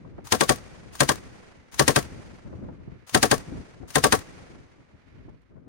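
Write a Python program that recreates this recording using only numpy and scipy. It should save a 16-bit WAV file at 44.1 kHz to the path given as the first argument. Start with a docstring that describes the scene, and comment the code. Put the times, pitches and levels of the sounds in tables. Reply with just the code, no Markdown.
"""A belt-fed machine gun fires five short bursts from a pit of logs and ammunition boxes in open country.
Each blast is a burst of noise that cracks, a set of ringing tones that booms in the pit, and a late low thud.
Short puffs of metallic noise make the bolt clack and loose links clink.
Fading, patchy noise echoes from the fields and a far tree line.
Filtered noise makes the gusts and eddies that buffet the microphone, over a light breeze and a faint hiss."""
import sys
import numpy as np
from scipy import signal
from scipy.fft import rfft, irfft, next_fast_len
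from scipy.io import wavfile
from scipy.ndimage import uniform_filter1d

SR = 44100
rng = np.random.default_rng(int(sys.argv[2]) if len(sys.argv) > 2 else 0)


def wav_record(signal):
    """Record a signal, one row per channel, as 16-bit PCM in the file named by sys.argv[1]."""
    frames = np.transpose(np.atleast_2d(signal))
    bounded = np.clip(frames, -1, 1)
    # unit amplitude maps onto the largest positive 16-bit level
    quanta = np.round(bounded * 32767).astype(np.int16)
    wavfile.write(sys.argv[1], SR, quanta)


N = 250487
TIME = np.arange(N) / SR  # seconds


def undb(db):
    """Turn decibels into a gain."""
    return 10 ** (np.asarray(db) / 20)


def tint(x, colour):
    """Colour a sound by a curve of (frequency [Hz], level [dB]) points."""
    hz, db = np.transpose(colour)
    size = next_fast_len(x.shape[-1])
    f = np.fft.rfftfreq(size, 1 / SR)
    gain = undb(np.interp(np.log(f + 1), np.log(hz), db))
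    return irfft(rfft(x, size) * gain, size)[..., :x.shape[-1]]


def resonate(x, hz, width):
    """Let one resonance ring, with gain 1 at its centre."""
    return signal.lfilter(*signal.iirpeak(hz, hz / width, SR), x)


def envelope(hold_s, fade_s, size=8192):
    """A sudden start, a plateau and an exponential fade, scaled to unit energy."""
    shape = np.exp(-np.maximum(TIME[:size] - hold_s, 0) / fade_s)
    return shape / np.linalg.norm(shape)


def puff(colour, shape):
    """Coloured noise under an envelope, unrelated left and right."""
    return tint(rng.standard_normal((2, len(shape))), colour) * shape


def scatter(shape, count=6):
    """Dense reflections that spread a pulse over an envelope and hardly favour any frequency."""
    x = rng.standard_normal(len(shape)) * shape
    for _ in range(count):
        x = irfft(np.exp(1j * np.angle(rfft(x))))  # make all frequencies equally strong
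        power = np.abs(uniform_filter1d(x ** 2, size=128))
        x = x * shape / np.sqrt(power + 1e-18)  # return to the envelope
    return x


def delay(x, s):
    """The same sound, s seconds later."""
    i = max(int(s * SR), 0)
    silence = np.zeros(x.shape[:-1] + (i,))
    return np.concatenate([silence, x[..., :x.shape[-1] - i]], axis=-1)


def blend(usual, fresh, change):
    """Mix a steady part and a changing part at constant power."""
    return (usual + change * fresh) / np.hypot(1, change)


def add(out, s, x):
    """Mix x into out at time s."""
    i = int(round(s * SR))
    out[:, i:i + x.shape[-1]] += x[..., :N - i]


def sides(pan_db):
    """Left and right gains; a positive pan_db makes the left louder by that much."""
    return undb(np.array([[pan_db], [-pan_db]]) / 2)


def walk(rate):
    """A smooth random wander with a spread near 1; rate is new values per second."""
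    k = int(SR / rate)
    steps = rng.standard_normal(4096)[np.arange(N) // k]
    return 1.7 * uniform_filter1d(uniform_filter1d(steps, k), k)


# Rounds fired, about 12 a second within a burst: (time [s], relative boom level [dB], relative crack level [dB])
ROUNDS = [(0.3218, -2.7, -0.9), (0.408, -2, -2.3), (0.4923, -1.7, -1.3), (1.0047, -0.5, -0.6),
          (1.09, -2.3, -3.6), (1.7944, -0.2, -0.3), (1.879, -1.6, 0.5), (1.9603, -1.0, -1.7),
          (3.1459, 0, -0.2), (3.2283, -1, -0.5), (3.313, 0, -1.6), (3.9554, -1.3, -2), (4.0395, -0.2, 0.1),
          (4.1235, 0, -0.6)]
# Splinters of the blast off logs and boxes: (frequency [Hz], relative level [dB])
SPLASH_COLOUR = [(25, -12), (70, 8), (140, 9), (250, 18), (330, 17), (450, 7), (1000, 3), (1700, 4),
                 (2700, -3), (5000, 0), (8700, -1), (10200, -3), (12000, -10), (15500, -11)]


def blasts(boom_db=38.6, crack_db=18.5, splash_db=8.5, boom_change=.75, crack_change=1.0, escape_s=.065):
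    """Each round cracks, splashes and booms; part of its boom and crack is shared, the rest is new each time."""
    out, ring, walls = np.zeros((2, N)), pit_ring(), bounces()
    front = rng.standard_normal(ring.shape)
    age = TIME[:ring.shape[1]]
    for s, round_boom_db, round_crack_db in ROUNDS:
        round_walls = blend(walls, bounces(), boom_change)
        boom = signal.fftconvolve(ring, round_walls, axes=1)[:, :len(age)]
        boom = boom / (1 + (age / escape_s) ** 4)  # after a few crossings the sound escapes to the sky
        # turbulent muzzle gas changes the crack
        snap = crack(blend(front, rng.standard_normal(front.shape), crack_change))
        splash = puff(SPLASH_COLOUR, envelope(hold_s=.005, fade_s=.024)) * sides(pan_db=5)
        sharp = undb(crack_db) * snap + undb(splash_db) * splash
        add(out, s, undb(round_crack_db) * sharp)
        add(out, s, undb(boom_db + round_boom_db) * boom)
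    return out


# Muzzle crack: (frequency [Hz], relative level [dB])
CRACK_COLOUR = [(30, -20), (300, -4), (900, 1), (1700, 4), (2500, -.5), (3300, 1), (4500, 0.5), (7000, 0),
                (8800, 3.5), (10000, -6.5), (11200, -12), (12200, -20), (15500, -19)]
# How much weaker the crack is on the right: (frequency [Hz], level change [dB])
RIGHT_SHADE = [(200, -11), (1000, -7.5), (1700, -8), (3000, -10), (6000, -11.5), (8600, -12.5), (9800, -2),
               (11000, -3), (13000, -5)]


def crack(noise, shock_s=.0009, ragged_db=2.5):
    """A shock front, then a ragged cluster of reflections off the nearest logs; the right port lies in shade."""
    noise = tint(noise, CRACK_COLOUR)
    noise[1] = tint(noise[1], RIGHT_SHADE)
    ragged = undb(ragged_db * np.repeat(rng.standard_normal((2, 512)), 16, axis=1))
    shock = 1 + np.exp(-TIME[:8192] / shock_s)
    shape = envelope(hold_s=.0055, fade_s=.003) * shock * ragged
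    return noise * shape / np.linalg.norm(shape, axis=1, keepdims=True)


# Resonances of the pit: (frequency [Hz], width [Hz], relative left level [dB], relative right level [dB])
PIT_TONES = [(67.0, 8.9, -17.5, -18), (116.0, 110.0, -34, -9.5), (142, 22, 2, -7), (221.0, 23.0, -5.5, -12),
             (273, 25, -2.5, -11.5), (331.0, 84, -4.5, -12.5), (386.0, 17, -15.5, -27), (451, 30, 0, -15),
             (499, 19, -4, -12.5), (588, 36, 0.5, -11), (667, 60.0, -10, -13.5), (703, 23.0, -5.5, -18),
             (750, 42, -1.5, -16), (846, 39, -26, -15), (910, 21, -18, -12), (1055, 46, -3.5, -18),
             (1128, 24, -2, -29.5), (1257, 12, -23.5, -20.5), (1316, 11, -26, -13), (1460, 59, -29, -31.5),
             (1588, 120, -10, -12.5), (1627, 17, -15, -20.5), (1760, 24, -13, -22.5),
             (1910.0, 22.0, -15, -27.5), (2122.0, 64.0, -21.5, -33)]


def pit_ring(bloom_s=.005, bloom_hz=700, size=8192):
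    """The pit's answer to one pulse; low resonances span the whole pit and build up later."""
    # a blast carries no steady pressure, so the lowest part is weakened
    high_pass = signal.butter(1, 140, "high", fs=SR, output="sos")
    pulse = signal.sosfilt(high_pass, signal.unit_impulse(size))
    ring = np.zeros((2, size))
    for hz, width, left_db, right_db in PIT_TONES:
        late_s = bloom_s / (1 + (hz / bloom_hz) ** 2)
        ring += undb([[left_db], [right_db]]) * delay(resonate(pulse, hz, width), late_s)
    return ring


def bounces(lag_s=.0006, own=1.1):
    """The blast bounces between the walls; it reaches the right port a little later, with bounces of its own."""
    left = scatter(envelope(hold_s=.008, fade_s=.0085))
    right = blend(delay(left, lag_s), scatter(envelope(hold_s=.006, fade_s=.011)), own)
    return np.array([left, right])


# Low thud that follows each blast out of the pit: (frequency [Hz], relative level [dB])
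THUD_COLOUR = [(20, -26), (45, -5), (85, 0), (130, -7), (300, -22), (1000, -60)]


def thuds(thud_db=20, late_s=.02, swell_s=.022):
    """The lowest part of each blast swells late and outlasts the crack."""
    out, age = np.zeros((2, N)), TIME[:8192] / swell_s
    shape = age * np.exp(-age)
    shape = shape / np.linalg.norm(shape)
    for s, boom_db, _ in ROUNDS:
        add(out, s + late_s, undb(thud_db + boom_db) * puff(THUD_COLOUR, shape))
    return out * sides(pan_db=2)


# Steel of the action and belt: (frequency [Hz], relative level [dB])
STEEL_COLOUR = [(200, -12.5), (1000, 5), (2000, -0.5), (4000, -3.5), (6500, -0.5), (9500, -3),
                (12000, -15.5), (15500, -7.5)]


def action(run_s=.082, strip_s=.052, recoil_s=.026, catch_s=.067):
    """The open bolt runs forward, strips a round and locks; gas throws it back, and the sear ends the burst."""
    out, times = np.zeros((2, N)), np.array(ROUNDS)[:, 0]
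    pause = np.diff(np.r_[-1, times, TIME[-1]]) > .2  # gaps between bursts
    closing = envelope(hold_s=.001, fade_s=.007)[::-1]  # the scrape swells as the bolt speeds up
    scrape_colour = [(150, -8), (1200, 0), (6000, 1), (9000, -4), (15500, -11)]
    for s, first, last in zip(times, pause, pause[1:]):
        if first:
            run_shape = envelope(hold_s=.054, fade_s=.01) * np.minimum(TIME[:8192] / .012, 1)
            add(out, s - run_s, undb(-11) * puff(STEEL_COLOUR, run_shape))
            strip = puff(STEEL_COLOUR, envelope(hold_s=.002, fade_s=.0058))
            add(out, s - strip_s, undb(-10.5) * strip)
        add(out, s - len(closing) / SR, undb(-1.5) * puff(scrape_colour, closing))
        recoil = puff(STEEL_COLOUR, envelope(hold_s=.005, fade_s=.005))
        add(out, s + recoil_s, undb(1.5) * recoil)
        if last:
            catch = puff(STEEL_COLOUR, envelope(hold_s=.00082, fade_s=.0027))
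            add(out, s + catch_s, undb(-12) * catch)
    return out * sides(pan_db=5)


# Clinks of loose links and cases: (time [s], relative level [dB])
CLINK_TIMES = [(2.2646, -63.5), (2.342, -71), (2.365, -67), (2.737, -76.5), (4.6091, -81), (4.7914, -84),
               (5.2925, -74), (5.4176, -76.5)]


def clinks(clink_db=27):
    """Links and spent cases touch each other, each time with a tiny puff of bright noise."""
    out = np.zeros((2, N))
    colour = [(1000, -12), (4000, -3), (8700, 0), (11000, -9), (15500, -14)]
    for s, db in CLINK_TIMES:
        clink = puff(colour, envelope(hold_s=.00044, fade_s=.006))
        add(out, s, undb(db + clink_db) * clink)
    return out


# Echo of the fields: (frequency [Hz], relative level [dB])
FIELD_COLOUR = [(50, 7.5), (200, 11), (500, 8), (1000, 1), (2000, 1.5), (3500, -7), (6000, -6),
                (9000, -8.5), (11500, -24.5), (15500, -26.5)]
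# Echo of the far tree line: (frequency [Hz], relative level [dB])
TREE_COLOUR = [(100, -5), (500, -3), (1200, 0), (2200, 1), (3200, -9), (5000, -14), (9000, -26),
               (15500, -45)]
# Rounds of an earlier burst that still echo: time before the start, negative [s]
EARLIER_ROUNDS = [-.86, -.78, -.69]


def fields(air_db_per_hz=.0021, patchy_db=1.8, trees_db=-58, trees_s=1.11, trees_width_s=.12):
    """Ground and scrub return each blast in patches, duller with distance; far trees answer from the right."""
    hz, s, grains = signal.stft(rng.standard_normal((2, N)), SR, nperseg=256)
    # every second of travel through the air takes more of the treble
    air_loss = undb(-air_db_per_hz * hz[:, None] * s)
    scrub = signal.istft(grains * air_loss, SR)[1][:, :N]
    scrub = tint(scrub, FIELD_COLOUR) * roll()
    trees_shape = undb(trees_db) / np.hypot(1, (TIME - trees_s) / trees_width_s)
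    trees = puff(TREE_COLOUR, trees_shape) * sides(pan_db=-5)
    trees = trees * np.exp(-(TIME / 1.9) ** 4)  # fade out the long tail
    echo = (scrub + trees) * undb(patchy_db * walk(130))
    out = np.zeros((2, N))
    for s, _, _ in ROUNDS:
        add(out, s, echo)
    for s in EARLIER_ROUNDS:
        add(out, 0, echo[:, int(-s * SR):])
    return out


def roll(echo_db=-41, rise_s=.015, spread_s=.45, loss_db_per_s=12.5):
    """One round's echo builds up, spreads out over the fields and is soaked up by the ground."""
    rise = 1 - np.exp(-TIME / rise_s)
    return rise * undb(echo_db - loss_db_per_s * TIME) / (1 + TIME / spread_s)


# Single eddies that slap the microphone:
# (time [s], relative level [dB], pitch [Hz], rasp at 900 Hz relative to the pitch [dB])
EDDIES = [(0.045, -42, 90, -20), (0.18, -37, 130, -15), (2.527, -40, 275, -15), (2.548, -37, 100, -32),
          (2.582, -44, 151, -26), (2.633, -42, 180, -20), (2.683, -39, 198, -16), (2.874, -36, 100, -34),
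          (3.588, -37, 70, -34), (3.828, -42, 249, -17), (5.279, -44, 318, -17)]


def buffets(buffet_db=-1, swell_s=.006):
    """An eddy swells and dies in a few cycles, with a little rasp."""
    out, age = np.zeros((2, N)), TIME[:4096] / swell_s
    for s, db, hz, rasp_db in EDDIES:
        colour = [(25, -24), (hz, 0), (900, rasp_db), (2500, rasp_db - 26), (8000, -85)]
        eddy = puff(colour, age * np.exp(1 - age))
        loudness = np.sqrt(np.mean(eddy[:, age < 3] ** 2))
        add(out, s, undb(db + buffet_db) * eddy / loudness)
    return out


# Gusts on the microphone: (start [s], length before dying away [s], level [dB], extra rumble [dB])
GUST_TIMES = [(-0.01, .26, -47, 2), (0.58, .44, -53, 6), (1.0, .28, -49, 2), (1.31, .04, -50, 5),
              (1.555, .04, -57, 9), (1.71, .06, -50, 3), (2.03, .17, -42.5, 3), (2.22, .16, -49, 3),
              (2.44, .3, -41.5, 1), (2.76, .2, -46, 4), (2.97, .06, -55, 4), (3.12, .3, -44, 0),
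              (3.46, .15, -38.5, -1), (3.79, .07, -45, 2), (4.26, .17, -53, 1), (4.48, .12, -48, -2),
              (4.775, .03, -52, -2), (4.91, .04, -56, 8), (5.02, .07, -59, 5), (5.11, .25, -50.5, 4),
              (5.50, .18, -49, -4)]
# Wind noise before its band filter: (frequency [Hz], relative level [dB])
WIND_COLOUR = [(15, -42.5), (25, -14.5), (54, 1.5), (117, 0), (278, -4), (649, -18.5), (757, -25),
               (1600, -25), (1770, -29.5), (1950, -28), (2500, -32.5), (3250, -69.5), (5500, -120)]
# Faint hiss of the open air: (frequency [Hz], relative level [dB])
HISS_COLOUR = [(100, 0), (1500, -2), (3000, -8), (6000, -13), (9500, -16), (12000, -26), (15500, -30)]


def wind(breeze_db=-63, sway_db=2.5, breeze_rumble_db=4, rumble_hz=120, flutter_db=2.2, hiss_db=-76):
    """Turbulence at each port: a light breeze and fluttering gusts, each with its own rumble, over a faint hiss."""
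    air = tint(rng.standard_normal((2, N)), WIND_COLOUR)
    air = signal.sosfilt(signal.butter(2, [42, 1100], "band", fs=SR, output="sos"), air)
    air = air / air.std()
    rumble = signal.sosfiltfilt(signal.butter(2, rumble_hz, fs=SR, output="sos"), air)
    # rush is the strength above the rumble, push is the strength of the rumble
    rush = undb(breeze_db + sway_db * walk(6))
    push = rush * undb(breeze_rumble_db)
    for start_s, length_s, db, rumble_db in GUST_TIMES:
        force = undb(db) * gust(start_s, length_s)
        rush = np.hypot(rush, force)
        push = np.hypot(push, force * undb(rumble_db))
    flutter = undb(flutter_db * np.array([walk(60), walk(60)]))
    gusty = (rush * (air - rumble) + push * rumble) * flutter * sides(pan_db=3)
    return gusty + puff(HISS_COLOUR, np.full(N, undb(hiss_db)))


def gust(start_s, length_s, attack_s=.02, release_s=.022):
    """A gust rises, holds and dies away."""
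    age = TIME - start_s
    return np.clip(age / attack_s, 0, 1) * np.exp(-np.maximum(age - length_s, 0) / release_s)


def scene():
    """The gun, its echo and the wind."""
    return blasts() + thuds() + action() + clinks() + fields() + buffets() + wind()


# Dips of the microphone ports: (frequency [Hz], width [Hz], depth [0 to 1])
NOTCHES = [(5350, 110, 0.9), (7650, 560, 0.9)]


def record(dry, ceiling=.95, top_hz=15800):
    """The loudest peaks are rounded, the ports notch the treble, the very top narrows to the centre and is cut."""
    x = ceiling * np.tanh(dry / ceiling)
    for hz, width, depth in NOTCHES:
        x = x - depth * resonate(x, hz, width)
    side = tint((x[0] - x[1]) / 2, [(10000, 0), (11500, -7)])
    x = x.mean(axis=0) + np.array([side, -side])
    return signal.sosfilt(signal.ellip(8, .2, 70, top_hz, fs=SR, output="sos"), x)


dry = scene()
out = record(dry)
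wav_record(out)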